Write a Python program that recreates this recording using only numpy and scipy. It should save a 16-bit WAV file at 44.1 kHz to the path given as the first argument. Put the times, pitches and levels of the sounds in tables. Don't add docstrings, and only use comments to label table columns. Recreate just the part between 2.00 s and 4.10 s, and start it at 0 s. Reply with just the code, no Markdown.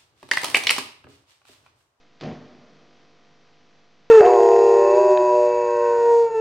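import sys
import numpy as np
from scipy import signal
from scipy.fft import rfft, irfft, next_fast_len
from scipy.io import wavfile

SR = 44100
rng = np.random.default_rng(int(sys.argv[2]) if len(sys.argv) > 2 else 0)


def to_wav(s):
    ch = np.atleast_2d(s).T
    pcm = np.round(np.clip(ch, -1, 1) * 32767)
    wavfile.write(sys.argv[1], SR, pcm.astype(np.int16))


def makeup_ratio(level_db):
    decades = np.asarray(level_db, float) / 20
    return 10 ** decades


N = 92610


def in_time(rows):
    return np.interp(np.arange(N) / SR, *np.transpose(rows))


def at_hz(rows, hz, col=1):
    rows = np.array(rows)
    return np.interp(np.log(hz), np.log(rows[:, 0]), rows[:, col])


def rms_one(x):
    return x / np.sqrt(np.mean(x ** 2) + 1e-20)


def drift(rate_hz):
    knots = rng.standard_normal(200)
    return np.interp(np.arange(N) / SR * rate_hz, np.arange(200), knots)


def filtered(x, order, hz, kind="low"):
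    return signal.sosfilt(signal.butter(order, hz, kind, fs=SR, output="sos"), x)


def ring(push, hz, t60_s):
    r = makeup_ratio(-60 / (t60_s * SR))
    w = 2 * np.pi * hz / SR
    return signal.lfilter([0, np.sin(w)], [1, -2 * r * np.cos(w), r * r], push + 1e-18)


def bands(gain):
    edges_hz = 40 * 2 ** (np.arange(25) / 3)
    white = rng.standard_normal((2, 2, N))
    out = 0
    for k, (lo, hi) in enumerate(zip(edges_hz, edges_hz[1:])):
        out = out + gain(np.sqrt(lo * hi)) * filtered(white[k % 2], 2, [lo, hi], "band")
    return out


# start in seconds, level in dB, contact cut-off in Hz, direction (+-1).
DOOR_KNOCKS = [(.213, -35.5, 900, -1), (0.2272, -28, 800, 1), (.2352, -24, 1100, 1), (0.2459, -23, 900, -1),
               (0.2498, -28, 600, -1), (.264, -24, 836, -1), (.276, -27.5, 697, 1),
               (0.2851, -26.5, 600, -1), (.292, -25, 600, -1), (0.3013, -26.5, 600, -1),
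               (0.315, -24.5, 600, 1), (.330, -25.5, 500, -1), (0.351, -34, 500, -1)]
# frequency in Hz, level in dB, t60 in seconds.
PANEL_MODES = [(130, -25, .1), (174, -17, .08), (198, -10.5, 0.14), (278.7, 3.5, 0.051), (354, -7.5, 0.063),
               (393, -4, 0.088), (482, 1.5, 0.077), (536.4, -4.5, 0.053), (611, -9.5, 0.11),
               (670, -3, 0.038), (753, -1, 0.082), (905, -18, 0.056), (1100, -15, 0.05)]
MODE_DB, KNOCK_SPREAD_DB = -13.5, 4.5
PUSH_DB, PUSH_LOW_HZ, PUSH_SOFT_HZ = -1, 140, 1800


def door():
    out = np.zeros(N)
    chance = rng.standard_normal((len(DOOR_KNOCKS), len(PANEL_MODES)))
    for (start_s, db, cut_hz, way), spread in zip(DOOR_KNOCKS, chance):
        start = int(start_s * SR)
        click = np.zeros(N - start)
        click[0] = np.sign(way) * makeup_ratio(db)
        r = np.exp(-2 * np.pi * cut_hz / SR)
        push = signal.lfilter([(1 - r) ** 2], [1, -2 * r, r * r], click)
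        push = filtered(push, 2, PUSH_SOFT_HZ)
        for (hz, mode_db, t60_s), c in zip(PANEL_MODES, spread):
            out[start:] += makeup_ratio(mode_db + MODE_DB + KNOCK_SPREAD_DB * c) * ring(push, hz, t60_s)
        thud = filtered(push + 1e-18, 2 + 1, PUSH_LOW_HZ, "high")
        out[start:] += makeup_ratio(PUSH_DB) * thud * np.e / (1 - r)
    return out


# start in seconds, level in dB, decay in seconds.
LATCH_CLICKS = [
    (0.201, -54, 0.011),
    (0.2101, -34.5, 0.0029),
    (0.2177, -46, 0.024),
    (.2355, -42, 0.0045),
    (0.254, -50.5, 0.018),
]
# frequency in Hz, level in dB per Hz.
LATCH_SPECTRUM = [(530, -28.5), (900, -5.5), (2120, -6.5), (2630, -2), (3100, -6.5), (4650, -6.5),
                  (6000, -16.5), (7800, -45), (13200, -120)][:-2]


def latch():
    t = np.arange(N) / SR
    shape = np.zeros(N)
    for start_s, db, decay_s in LATCH_CLICKS:
        shape += makeup_ratio(db) * (t >= start_s) * np.exp(-np.clip(t - start_s, 0, 1) / decay_s)
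    noise = bands(lambda hz: makeup_ratio(at_hz(LATCH_SPECTRUM, hz)))[0]
    return shape * rms_one(noise)


# start in seconds, frequency in Hz, peak in dB, swell in seconds, t60 in seconds.
CABIN_BOOMS = [
    (.208, 152.5, -34.5, 0.072, .12),
    (.25, 216.4, -30.5, 0.04, 0.16),
    (0.269, 246.4, -31, 0.027, 0.1),
    (0.276, 82.4, -50, 0.028, 0.43),
    (.215, 354, -40.5, 0.038, 0.32),
    (0.304, 140, -38.5, 0.025, 0.23),
    (.33, 248.3, -42, 0.029, 0.4),
    (0.569, 242, -56, 0.029, 0.067),
    (0.569, 140, -55, .04, 0.15),
]


def cabin():
    t = np.arange(N) / SR
    out = np.zeros(N)
    for start_s, hz, db, swell_s, t60_s in CABIN_BOOMS:
        since = t - start_s
        rise = np.sin(np.pi / 2 * np.clip(since / swell_s, 0, 1))
        fall = makeup_ratio(db - 60 * np.clip(since - swell_s, 0, 9) / t60_s)
        out += fall * rise * np.sin(2 * np.pi * hz * since)
    return out


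# time in seconds, level in dB.
BODY_SHUDDER = [(.205, -93), (.211, -43), (.24, -39), (.31, -41), (.35, -46.5), (.45, -60.5), (.6, -81.5)]
# frequency in Hz, level in dB per Hz.
TRIM_SPECTRUM = [(180, -30), (300, 3), (344, -17.5), (661, 1), (1150, -25), (1780, -15), (2020, -17.5),
                 (6000, -29.5), (7800, -62), (13200, -120)][:-2]
RATTLES_PER_S, RATTLE_SIZE_DB, RATTLE_CYCLES = 14000, 1.2, 12.0


def trim():
    sizes = makeup_ratio(RATTLE_SIZE_DB * np.minimum(rng.exponential(1, N), 5)) * rng.choice([-1, 1], N)
    hits = sizes * (rng.random(N) < RATTLES_PER_S / SR)
    part = rng.integers(0, 30, N)
    ticks = np.zeros(N)
    for k, hz in enumerate(np.geomspace(300, 8000, 30)):
        ticks += makeup_ratio(at_hz(TRIM_SPECTRUM, hz)) * hz * ring(hits * (part == k), hz, RATTLE_CYCLES / hz)
    return makeup_ratio(in_time(BODY_SHUDDER)) * rms_one(ticks)


# frequency in Hz, level in dB, t60 in seconds.
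YARD_DECAY = [(60, -11.5, 2.2), (105, -7.5, 1.1), (160, -9, 1.4), (400, -7.5, 2.33), (785, -9.5, 1.87),
              (1190, -4, 2.3), (2580, -8.5, 2.1), (5760, -7.5, 2.5)]
YARD_ONSET_S, YARD_SIDE_DB = 0.015, -20


def yard(x):
    t = np.arange(N) / SR

    def decay(hz):
        t60_s = at_hz(YARD_DECAY, hz, col=2)
        return makeup_ratio(at_hz(YARD_DECAY, hz) - 60 * t / t60_s) / np.sqrt(t60_s)

    echo = bands(decay) * (1 - np.exp(-t / YARD_ONSET_S)) * np.sqrt(2 * np.log(1000) / SR)
    size = next_fast_len(2 * N)
    wet = irfft(rfft(x, size) * rfft(echo, size), size)[:, :N]
    return wet * makeup_ratio([[0], [YARD_SIDE_DB]])


# multiple of the 50 Hz buzz pitch, level in dB.
BUZZ_HARMONICS = [(1, -18), (2, -11), (3, -1), (4, -7), (5, -2), (6, -4), (7, -6), (8, -8), (9, -1),
                  (10, -1), (11, -10), (12, -6), (13, -12), (14, 0), (15, -10), (16, -7), (17, -19),
                  (18, -13), (19, -17), (20, -6), (21, -11), (22, -17), (23, -10), (24, -7), (25, -10),
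                  (26, -15), (27, -15), (28, -9), (29, -17), (30, -11), (31, -12), (32, -14), (33, -15),
                  (34, -19), (35, -17), (36, -13), (37, -16), (38, -10), (39, -16), (40, -14), (41, -11),
                  (42, -15), (43, -13), (44, -15), (45, -15), (46, -15), (47, -20), (48, -17), (49, -15),
                  (50, -14)]
# multiple of the 50 Hz buzz pitch, level in dB.
BUZZ_UPPER = [(54, -38), (60, -13.5), (73, -12.5), (74, -13.5), (83, -12), (88, -13.5), (96, -20),
              (98, -10.5), (101, -19), (114, -11.5), (118, -27.5)]
# time in seconds, gain in dB.
BUZZ_GAIN = [(0, -2.5), (.1, -6), (.17, -3.5), (.35, -3.5), (.55, -2), (1.0, -1.75), (1.5, -3.06),
             (1.85, -4.5), (2.1, -5)]
BUZZ_HZ, BUZZ_DB = 50, -64.5
BUZZ_HIGH_DB, BUZZ_FALL_DB_PER_KHZ, BUZZ_SCATTER_DB = -18, 2.5, 6.5


def buzz():
    high = np.arange(len(BUZZ_HARMONICS) + 1, 200)
    fall_db = BUZZ_FALL_DB_PER_KHZ * (high - high[0]) * BUZZ_HZ / 1000
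    high_db = BUZZ_HIGH_DB - fall_db + BUZZ_SCATTER_DB * rng.uniform(-1.2, 1, len(high))
    levels = makeup_ratio(np.r_[np.array(BUZZ_HARMONICS)[:, 1], high_db])
    for multiple, db in BUZZ_UPPER:
        levels[round(multiple) - 1] = makeup_ratio(db)
    phases = np.exp(2j * np.pi * rng.random(len(levels)))
    cycle = irfft(np.r_[0, levels * phases], SR // BUZZ_HZ) * SR / BUZZ_HZ / 2
    return makeup_ratio(BUZZ_DB + in_time(BUZZ_GAIN)) * np.resize(cycle, N)


# frequency in Hz, level in dB per Hz.
AIR_SPECTRUM = [(40, -5), (100, -10.5), (220, -1), (500, -12), (1000, -11.5), (2500, -13), (5500, -18.5),
                (8000, -24)]
# frequency in Hz, extra side level in dB.
AIR_WIDTH = [(60, 7.5), (300, -0.5), (1000, 3.5), (6000, 5)]
AIR_DB, AIR_SIDE_DB, AIR_PATCHY_DB = -61, -17.5, 0.5


def air():
    together = drift(7.95)

    def gain(hz):
        patchy_db = AIR_PATCHY_DB * (together + drift(9.94))
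        return makeup_ratio(at_hz(AIR_SPECTRUM, hz) + patchy_db) * makeup_ratio([[0], [at_hz(AIR_WIDTH, hz)]])

    return makeup_ratio(AIR_DB) * rms_one(bands(gain)) * makeup_ratio([[0], [AIR_SIDE_DB]])


DOOR_TOP_HZ = 6960
SIDE_SLAM_DB, SIDE_FLICKER_DB, SIDE_HUM_DB = -36, 3.5, -81


def scene():
    slam = filtered(door() + latch() + cabin() + trim(), 4, DOOR_TOP_HZ)
    echo, echo_side = yard(slam)
    hiss, hiss_side = air()
    hum = np.sin(2 * np.pi * 6 * BUZZ_HZ * np.arange(N) / SR)
    mid = slam + echo + buzz() + hiss
    side = echo_side + makeup_ratio(SIDE_SLAM_DB) * np.roll(slam, 40)
    side += makeup_ratio(SIDE_FLICKER_DB * drift(16)) * hiss_side + makeup_ratio(SIDE_HUM_DB) * hum
    return np.array([mid + side, mid - side])


def low_pass(x):
    return signal.sosfilt(signal.butter(12, 9690, fs=SR, output="sos"), x)


LOW_CUT_HZ, TOP_HZ, OFFSET = 87, 6480, 0.0013


def record(dry):
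    x = filtered(dry, 2, LOW_CUT_HZ, "high")
    x = filtered(x, 7, TOP_HZ)
    return low_pass(x + OFFSET)


dry = scene()
out = record(dry)
to_wav(out)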